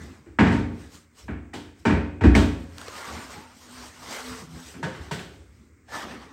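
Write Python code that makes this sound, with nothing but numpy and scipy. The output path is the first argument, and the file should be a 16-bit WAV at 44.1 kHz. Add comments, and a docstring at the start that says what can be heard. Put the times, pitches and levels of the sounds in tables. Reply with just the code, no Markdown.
"""Cabinet doors knock shut and pop open in a bare, hard-walled kitchen, heard at one microphone.
Each blow is a burst of noise spread by the room, a hard bright edge, and decaying sine modes of the hollow box.
Between blows clothes and feet rustle close by, as shaped noise under rounded swells. Small things click (short
rings with a crack) and squeak (brief unsteady sines). A low sine wavers, and faint steady noise is the room's air."""
import sys
import numpy as np
from scipy import signal
from scipy.fft import rfft, irfft, next_fast_len
from scipy.io import wavfile
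from scipy.ndimage import uniform_filter1d, map_coordinates

SR = 44100
rng = np.random.default_rng(int(sys.argv[2]) if len(sys.argv) > 2 else 0)


def field_ratio(decibels):
    """Amplitude ratio for a level in dB (20 dB per decade); scalars and array-likes work."""
    return 10 ** (np.asarray(decibels, dtype=float) / 20)


def persist_wave(psi):
    """Save psi, clipped to +-1, as 16-bit WAV."""
    counts = np.round(np.clip(psi, -1, 1) * 32767).astype(np.int16)
    wavfile.write(sys.argv[1], SR, np.atleast_2d(counts).T)


N = 278712  # length in samples


def unit(x):
    """Scale a sound to rms 1."""
    return x / np.sqrt(np.mean(x ** 2) + 1e-20)


def along(points, hz):
    """Read (Hz, value) points on a log frequency axis."""
    point_hz, value = np.transpose(points)
    return np.interp(np.log(hz + 1), np.log(point_hz + 1), value)


def wobble(rate):
    """A smooth random curve with rate knots a second."""
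    knots = rng.standard_normal(int(N * rate / SR) + 4)
    return map_coordinates(knots, [np.arange(N) * rate / SR])


def filtered(x, response):
    """Multiply the spectrum of x by a response of frequency."""
    size = next_fast_len(x.shape[-1] + 8192)
    spectrum = rfft(x, size) * response(np.fft.rfftfreq(size, 1 / SR))
    return irfft(spectrum, size)[..., :x.shape[-1]]


def rush(colour, patchy_db, grainy_db):
    """Coloured noise of rms 1 with patches of random gain and a grainy fine envelope."""
    grain = field_ratio(grainy_db * wobble(400)) * rng.standard_normal(N)
    z = signal.stft(grain, nperseg=512)[2]
    field = uniform_filter1d(rng.standard_normal(z.shape), size=5, axis=0)  # across frequency
    field = uniform_filter1d(field, size=8, axis=1)  # across time
    patchy = signal.istft(z * field_ratio(patchy_db * unit(field)), nperseg=512)[1][:N]
    return unit(filtered(patchy, lambda hz: field_ratio(along(colour, hz))))


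def swells(peak_s, db, rise_s, fall_s):
    """Gain of rounded swells added in power; rise and fall span 20 dB, their signs ignored, and 0 is silent."""
    late = np.arange(0, N + 64, 64) / SR - peak_s[:, None]  # one point every 64 samples
    rising = -late / np.abs(rise_s)[:, None]
    falling = late / np.abs(fall_s)[:, None]
    part = np.where(late < 0, rising, falling)
    power = np.sum(field_ratio(db[:, None] - 20 * part ** 1.236) ** 2, axis=0)  # the exponent rounds the top
    return np.interp(np.arange(N), np.arange(len(power)) * 64, np.sqrt(power))


def add(track, s, sound):
    """Mix a sound into the track at time s."""
    part = track[round(s * SR):][:len(sound)]
    part += sound[:len(part)]


# The kitchen's air and the microphone itself. Each row: frequency in Hz, relative level in dB.
AIR_COLOUR = [(15, -39.5), (25, -9.5), (82, 9.5), (144, -6.5), (307, -4.5), (572, -21), (1320, -9.5),
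              (1820, -12.5), (2150, -7), (3130, -29), (8270, -17), (10800, -46.5), (15800, -25)]


def room_air():
    """Room air and microphone noise: steady coloured noise without patches or grain."""
    return field_ratio(-63.5) * rush(AIR_COLOUR, patchy_db=0, grainy_db=0)


# Swells of the low tone. Each row: peak time in seconds, pitch in Hz, level in dB,
# rise in seconds over 20 dB, fall in seconds over 20 dB.
TONE_SWELLS = [(3.23, 254, -51, 0.055, 0.25), (3.445, 248, -53.5, 0.11, 0.15),
               (3.72, 246.5, -52, 0.13, .15), (3.81, 248.5, -46.5, 0.14, 0.099),
               (4.025, 251.5, -57, .15, .04), (4.32, 251.8, -42, 0.23, 0.13),
               (4.62, 251.7, -47, .24, 0.065), (4.8, 250, -46.5, 0.044, 0.084)]


def low_tone():
    """One soft sine gliding between the listed pitches, with wavering level and phase."""
    peak_s, hz, db, rise_s, fall_s = np.transpose(TONE_SWELLS)
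    cycles = np.cumsum(np.interp(np.arange(N) / SR, peak_s, hz)) / SR
    gain = swells(peak_s, db, rise_s, fall_s) * field_ratio(0.7 * wobble(30))
    return np.sqrt(2) * gain * np.sin(2 * np.pi * cycles + 0.5 * wobble(25))


# Brief narrow tones inside the rubbing. Each row: middle in seconds, pitch in Hz, peak level in dB,
# length in seconds between the points at 1/e of the peak.
SQUEAK_TONES = [(2.955, 1230, -41.5, 0.046), (3.014, 1413, -44, 0.06), (3.1, 1144, -41, 0.046),
                (3.376, 840, -41.5, 0.053), (3.454, 896, -50, 0.086), (4.156, 2050, -40.5, 0.055),
                (4.32, 445, -45, 0.23), (4.432, 178.5, -46, 0.069), (4.536, 162, -41.5, 0.16),
                (5.64, 232, -58.5, 0.15), (5.958, 1744, -37, 0.081), (6.116, 228.7, -45, .06),
                (6.178, 232, -44, 0.075)]


def squeaks():
    """Sines that swell and fade in a smooth bell, the phase unsteady."""
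    out, t = np.zeros(N), np.arange(N) / SR
    for middle_s, hz, db, length_s in SQUEAK_TONES:
        bell = np.exp(-(2 * (t - middle_s) / length_s) ** 2)
        out += field_ratio(db) * bell * np.sin(2 * np.pi * hz * t + 0.85 * wobble(60))
    return out


# Steps and shifts of weight on the floor. Each row: peak time in seconds, scuff level in dB,
# rumble level in dB relative to the scuff, fall in seconds over 20 dB (sign ignored, 0 is silent).
FOOT_STEPS = [(0.005, -41.5, -1, 0.22), (.07, -48.5, -1.5, 0), (.17, -59, -15, 1.8), (.21, -67, -2, .04),
              (.74, -41.5, -1.5, 0.2053), (.89, -66, 4, 0.5), (1.257, -48.5, 10.5, 0.07),
              (1.77, -65, 2, -0.8), (1.83, -61, 9, 1.1), (2.58, -45, -10.5, 0.07), (2.87, -55.5, 2, 1),
              (3.14, -40.5, -6, 0.2), (3.25, -41.5, -13, -0.03), (3.37, -49.5, 2, .18), (3.54, -68, 8, 0.8),
              (3.66, -62, -1.5, 0.4), (3.79, -55, 1, 0.5), (3.9, -68, 22, 0), (4.03, -60.5, 5.5, 0.7),
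              (4.08, -48, -6, 0.07), (4.31, -49.5, 1, 0.25), (4.43, -43.5, -12, 0.07),
              (4.56, -46.5, 3, 0.1), (4.67, -48.5, 3, 0.04), (4.79, -45.5, -7, 0.4),
              (4.93, -46, -13, -0.36), (5.004, -40.5, 2, -0.07), (5.08, -49.5, 3, 0.04),
              (5.37, -59.5, 9.5, 0.5), (5.52, -73, 16, -0.5), (5.62, -59.5, -3, -0.4),
              (5.869, -69, 10.5, 0.6), (5.96, -41.5, -3, 0.09), (6.1, -43, -7, 0.24),
              (6.29, -52.5, -11, 0.96)]
# Colour of the scuffing soles. Each row: frequency in Hz, relative level in dB.
SCUFF_COLOUR = [(76, -29), (130, -2.5), (248, 0.5), (280, 0), (447, -8), (600, -19.5), (780, -38.5),
                (1320, -120)]
# Colour of the rumble of steps and handling. Each row: frequency in Hz, relative level in dB.
RUMBLE_COLOUR = [(18, -57), (30, -22), (42, -22), (59, -1), (75, 3.5), (140, -17), (180, -36), (310, -120)]


def feet():
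    """Feet scuff as mid-low noise, and steps and handling rumble below on the same swells."""
    peak_s, db, rumble_db, fall_s = np.transpose(FOOT_STEPS)
    rise_s = 0.63 * fall_s
    scuff = swells(peak_s, db, rise_s, fall_s) * rush(SCUFF_COLOUR, patchy_db=3.5, grainy_db=0.6)
    rumble_gain = swells(peak_s, db + rumble_db, rise_s, fall_s)
    return scuff + rumble_gain * rush(RUMBLE_COLOUR, patchy_db=-0.9, grainy_db=-1.5)


# Strokes of cloth close by. Each row: peak time in seconds, rustle level in dB,
# fine hiss level in dB relative to the rustle, rise in seconds over 20 dB, fall in seconds over 20 dB.
CLOTH_STROKES = [(0.02, -50, -6.5, 0.12, 0.32), (.81, -54.5, -3, .15, 0.21), (.946, -56, 6.5, 0.065, 0.1),
                 (1.2, -54.5, 4, 0.056, 0.13), (1.8, -73, 11.5, 0.054, 0.11), (2.6, -68, 8.5, 0.16, 0.21),
                 (2.82, -49.5, -1.5, 0.17, 0.25), (2.885, -46.5, -14, .04, .03),
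                 (2.98, -40, -5.5, 0.12, 0.38), (3.14, -41.5, -6, 0.41, 0.39),
                 (3.33, -44, -6.5, 0.24, 0.24), (3.57, -61.5, 9, 0.056, 0.29),
                 (3.8, -47.5, -0.3, .25, 0.32), (4.13, -38.5, -3.5, 0.22, 0.37),
                 (4.33, -42, -0.9, 0.23, 0.17), (4.57, -52, -2, 0.14, 0.26), (4.67, -56.5, 7.5, 0.19, 0.19),
                 (4.96, -45.5, -12, 0.067, 0.098), (5.03, -47, -9, .1, 0.22), (5.33, -63, -0.5, .1, 0.3),
                 (5.6, -68.5, 1, .15, 0.17), (5.888, -51.5, -11, 0.0094, .1),
                 (5.953, -32.5, -8, 0.054, 0.14), (6.02, -40, -15, .08, 0.12), (6.1, -43, -11.5, .12, 0.25),
                 (6.22, -49.5, -13, 0.07, 0.22)]
# Colour of the cloth's body. Each row: frequency in Hz, relative level in dB.
RUSTLE_COLOUR = [(150, -36), (250, -10), (282, -16.5), (449, -6.5), (634, -7), (1080, -3.5), (2020, -8),
                 (2490, -13), (6000, -21.5), (7800, -48), (13200, -120)]
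# Colour of the cloth's fine hiss. Each row: frequency in Hz, relative level in dB.
HISS_COLOUR = [(1760, -8.5), (3000, -4.5), (3750, -4.5), (4400, -4.5), (5200, -3.5), (7350, -5.5),
               (8340, -3.5), (10100, -19.5), (12500, -15.5), (15800, -21.5)]


def cloth():
    """Rubbing cloth: rustle and fine hiss are two noises that flutter together."""
    peak_s, db, hiss_db, rise_s, fall_s = np.transpose(CLOTH_STROKES)
    flutter = wobble(25.017)
    rustle_gain = swells(peak_s, db, rise_s, fall_s) * field_ratio(1.1 * flutter)
    hiss_gain = swells(peak_s, db + hiss_db, rise_s, fall_s) * field_ratio(1.2 * flutter)
    rustle = rustle_gain * rush(RUSTLE_COLOUR, patchy_db=2.5, grainy_db=0.5)
    return rustle + hiss_gain * rush(HISS_COLOUR, patchy_db=2.3, grainy_db=0.85)


# Hard edge of a contact, for doors and clicks alike. Each row: frequency in Hz, relative level in dB.
EDGE_COLOUR = [(1800, -20.5), (3000, 2.5), (5480, -5), (6060, -5.5), (6530, -8), (7900, -7), (10400, -27),
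               (13100, -32.5), (15800, -36.5)]


def edge_colour_db(hz):
    """Hard surfaces meeting excite mostly the treble."""
    return along(EDGE_COLOUR, hz)


# Dry clicks of catches and small contacts. Each row: start in seconds, level in dB, pitch in Hz,
# life in cycles to 1/e, starting level of the crack in dB relative to the ring.
CLICKS = [(1.282, -38, 950, 6, -30), (1.533, -34, 1900, 6, -20), (2.237, -19, 1900, 4, -20),
          (2.344, -22, 1800, 6, -18), (2.351, -8, 2200, 7, -15), (2.535, -52, 9000, 3, 2),
          (2.553, -51, 11000, 3, 2), (2.783, -33, 1380, 2.5, 2), (2.797, -42, 2500, 2, 0),
          (2.815, -27, 1420, 2.5, -3), (2.883, -27, 480, 1.6, -5), (3.782, -37, 1510, 3.5, -3),
          (4.83, -27, 900, 6, -22), (4.872, -30, 520, 14, -30), (5.111, -25, 950, 7, -15),
          (5.193, -29, 2600, 4, -4)]


def ticks():
    """Dry clicks: a sine dying within a few cycles, with a crack of hard noise on top."""
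    out, t = np.zeros(N), np.arange(SR // 10) / SR
    for s, db, hz, cycles, crack_db in CLICKS:
        ring = np.sin(2 * np.pi * hz * t) * np.exp(-t * hz / cycles) * (1 - np.exp(-t / 0.00035))
        crack = unit(filtered(rng.standard_normal(len(t)), lambda f: field_ratio(edge_colour_db(f))))
        crack *= field_ratio(crack_db - 60 * t / 0.0033)
        add(out, s, field_ratio(db) * (ring + crack))
    return out


# Reverberation of the bare kitchen. Each row: frequency in Hz, time to fall 60 dB in seconds.
ROOM_DECAY = [(400, 0.74), (1100, 0.53), (2900, 0.55), (7700, 0.46), (14000, 0.52)]


def in_room(t, response, contact_s, direct_db):
    """A short contact and the room's answer, each frequency dying at its own speed; rms 1 over the first 30 ms."""
    noise = filtered(rng.standard_normal(len(t)), response)
    hz, frame_s, z = signal.stft(noise, SR, nperseg=256)
    decay = field_ratio(-60 * frame_s / along(ROOM_DECAY, hz)[:, None])
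    tail = signal.istft(z * decay, SR, nperseg=256)[1][:len(t)]
    build_up = 1 - np.exp(-t / 0.0018)  # echoes pile up
    direct = field_ratio(direct_db) * noise * field_ratio(-60 * t / contact_s) * (1 - np.exp(-t / 0.0036))
    sound = tail * build_up + direct
    return sound / np.sqrt(np.mean(sound[:round(0.03 * SR)] ** 2))


# Broad colour of the knock. Each row: frequency in Hz, relative level in dB.
KNOCK_COLOUR = [(240, -14.5), (400, 2), (559, -11), (637, -8.5), (705, -5), (908, -10), (985, -10),
                (1860, -7.5), (4500, -32.5), (5850, -47.5), (9900, -120)]


def door_knock(t):
    """The diffuse knock: noise of a short contact, spread by the room."""
    return in_room(t, lambda f: field_ratio(along(KNOCK_COLOUR, f)), contact_s=0.02, direct_db=-7)


def door_edge(t, edge_db):
    """The hard edge of the contact: a weak edge is also a dull one."""
    tilt_db = 0.97 * (max(edge_db, -35) + 25.5)  # per octave above 7 kHz

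    def response(f):
        return field_ratio(edge_colour_db(f) + tilt_db * np.log2(np.maximum(f / 7000, 1)))
    return in_room(t, response, contact_s=0.0069, direct_db=6.5)


# Modes of door panel and hollow cabinet. Each row: frequency in Hz, relative level in dB,
# time to fall 60 dB in seconds.
BOX_MODES = [(64, 4, 0.63), (87.1, 3.5, 0.75), (112.6, -1, 0.68), (151.6, 3.5, 0.48), (170, -5.5, 0.82),
             (184.3, 5, 0.43), (210.6, 0, 0.48), (234, -1.5, 0.8), (259.4, -1, 0.69), (293, 3, 0.8),
             (328.8, 2.5, 0.64), (371, 0, 0.5), (428.8, 2.5, 0.43), (550, -6, 0.81), (633, -2, 0.4),
             (818, -3.5, 0.25), (916, 0, 0.55), (1028, -6, 0.22), (1124, -10.5, 0.7), (1347, -7, 0.53),
             (1500, -4, 0.51), (1560, -13, 0.76), (1655, -1.5, 0.38), (1870, -17.5, .4), (1905, -13, 0.42),
             (1900, -6.5, 0.22), (2207, -12, 0.65), (2343, -4.5, 0.43), (2485, -9.5, 0.79),
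             (2916, -14, 0.4)]


def hollow_box(t, boom_db, thud_hz):
    """Decaying modes of box and panel set going together, and the door's own bend."""
    hz, level_db, t60 = np.transpose(BOX_MODES)[:, :, None]
    low = hz < 500
    thud_db = 3 + 0.44 * boom_db  # more boom brings more thud
    near_db = np.maximum(-25 * np.log2(hz / thud_hz) ** 2, -12)  # where the door is struck favours some modes
    reach_db = -1.2 * (boom_db + 5.5) * np.log2(hz / 80)  # a blow that shakes the whole box reaches deeper
    # boom below 130 Hz, thud below 500 Hz, panel above
    family_db = np.select([hz < 130, low], [boom_db + 4 + reach_db, thud_db + near_db], -11.5)
    strength_db = family_db + level_db + np.where(low, 1.2, 3.5) * rng.standard_normal(hz.shape)
    late = np.maximum(t - 0.005, 0)  # the edge touches first, the weight of the door lands after
    swell = 1 - np.exp(-(np.where(low, late, t) * hz) ** 2)  # a mode takes a cycle or two to speak
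    first = 1 + 0.54 * np.exp(-t / 0.028)  # the wood itself dies quickly, the room carries on
    walk = uniform_filter1d(rng.standard_normal((len(hz), len(t))), size=30)
    walk = uniform_filter1d(walk, size=30)
    drift = 3.95 * (hz / 200) ** 0.597 * np.cumsum(walk, axis=1) / np.sqrt(SR)  # echoes blur each mode
    gain = field_ratio(strength_db - 60 * t / t60) * swell * first
    modes = np.sum(gain * np.sin(2 * np.pi * hz * t + drift), axis=0)
    flex = late * thud_hz / 1.6  # the door itself bends for a few cycles
    bend = np.e * flex * np.exp(-flex) * np.sin(2 * np.pi * thud_hz * t)
    return modes + field_ratio(thud_db + 8) * bend


# Door blows. Each row: start in seconds, level of the whole blow in dB, relative strength of the boom in dB,
# centre of the thud in Hz, relative strength of the hard edge in dB.
DOOR_BLOWS = [(0.261, -48.5, 0.5, 321, -36), (0.387, -8.5, -11, 214, -29), (0.467, -17, -12.5, 176, -26.5),
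              (0.519, -23, -3.5, 230, -19.5), (0.601, -36.5, -12, 234, -72), (1.281, -30.5, -1.5, 218, -55),
              (1.535, -28.5, -19.5, 278, -14.5), (1.852, -12, -15.5, 236, -25.5),
              (1.9, -17, -5.5, 213, -35), (2.209, -22.5, 3.5, 96, -28), (2.236, -14.5, 3.5, 250, -27),
              (2.35, -12.5, -7.5, 212, -16.5), (4.74, -40, -21, 184, -23), (4.828, -23, -20, 162.4, -18.5),
              (5.111, -24, -18, 164.5, -13.5), (5.192, -34.5, -48, 151, -13)]


def doors():
    """Every blow sums a diffuse knock, a hard edge and the ringing box."""
    out, t = np.zeros(N), np.arange(SR) / SR
    for s, db, boom_db, thud_hz, edge_db in DOOR_BLOWS:
        knock = field_ratio(-12) * door_knock(t)
        edge = field_ratio(edge_db - 2) * door_edge(t, edge_db)
        box = field_ratio(-7) * hollow_box(t, boom_db, thud_hz)
        add(out, s, field_ratio(db) * (knock + edge + box))
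    return out


def scene():
    """Everything in the kitchen at one microphone."""
    background = room_air() + low_tone()
    close_by = squeaks() + feet() + cloth() + ticks()
    return (background + close_by + doors())[None]


def top_cut(x):
    """Nothing passes above the cut-off."""
    return signal.sosfilt(signal.butter(12, 16260, fs=SR, output="sos"), x)


def record(dry):
    """The microphone drops the deepest bass; loud peaks are softly held and the very top is cut."""
    heard = signal.sosfilt(signal.butter(4, 52, "high", fs=SR, output="sos"), dry)
    held = heard / (1 + np.abs(heard / 1.1) ** 6) ** (1 / 6)  # peaks bend towards 1.1
    mix = filtered(held, lambda hz: hz < 15850)
    return top_cut(mix)


dry = scene()
out = record(dry)
persist_wave(out)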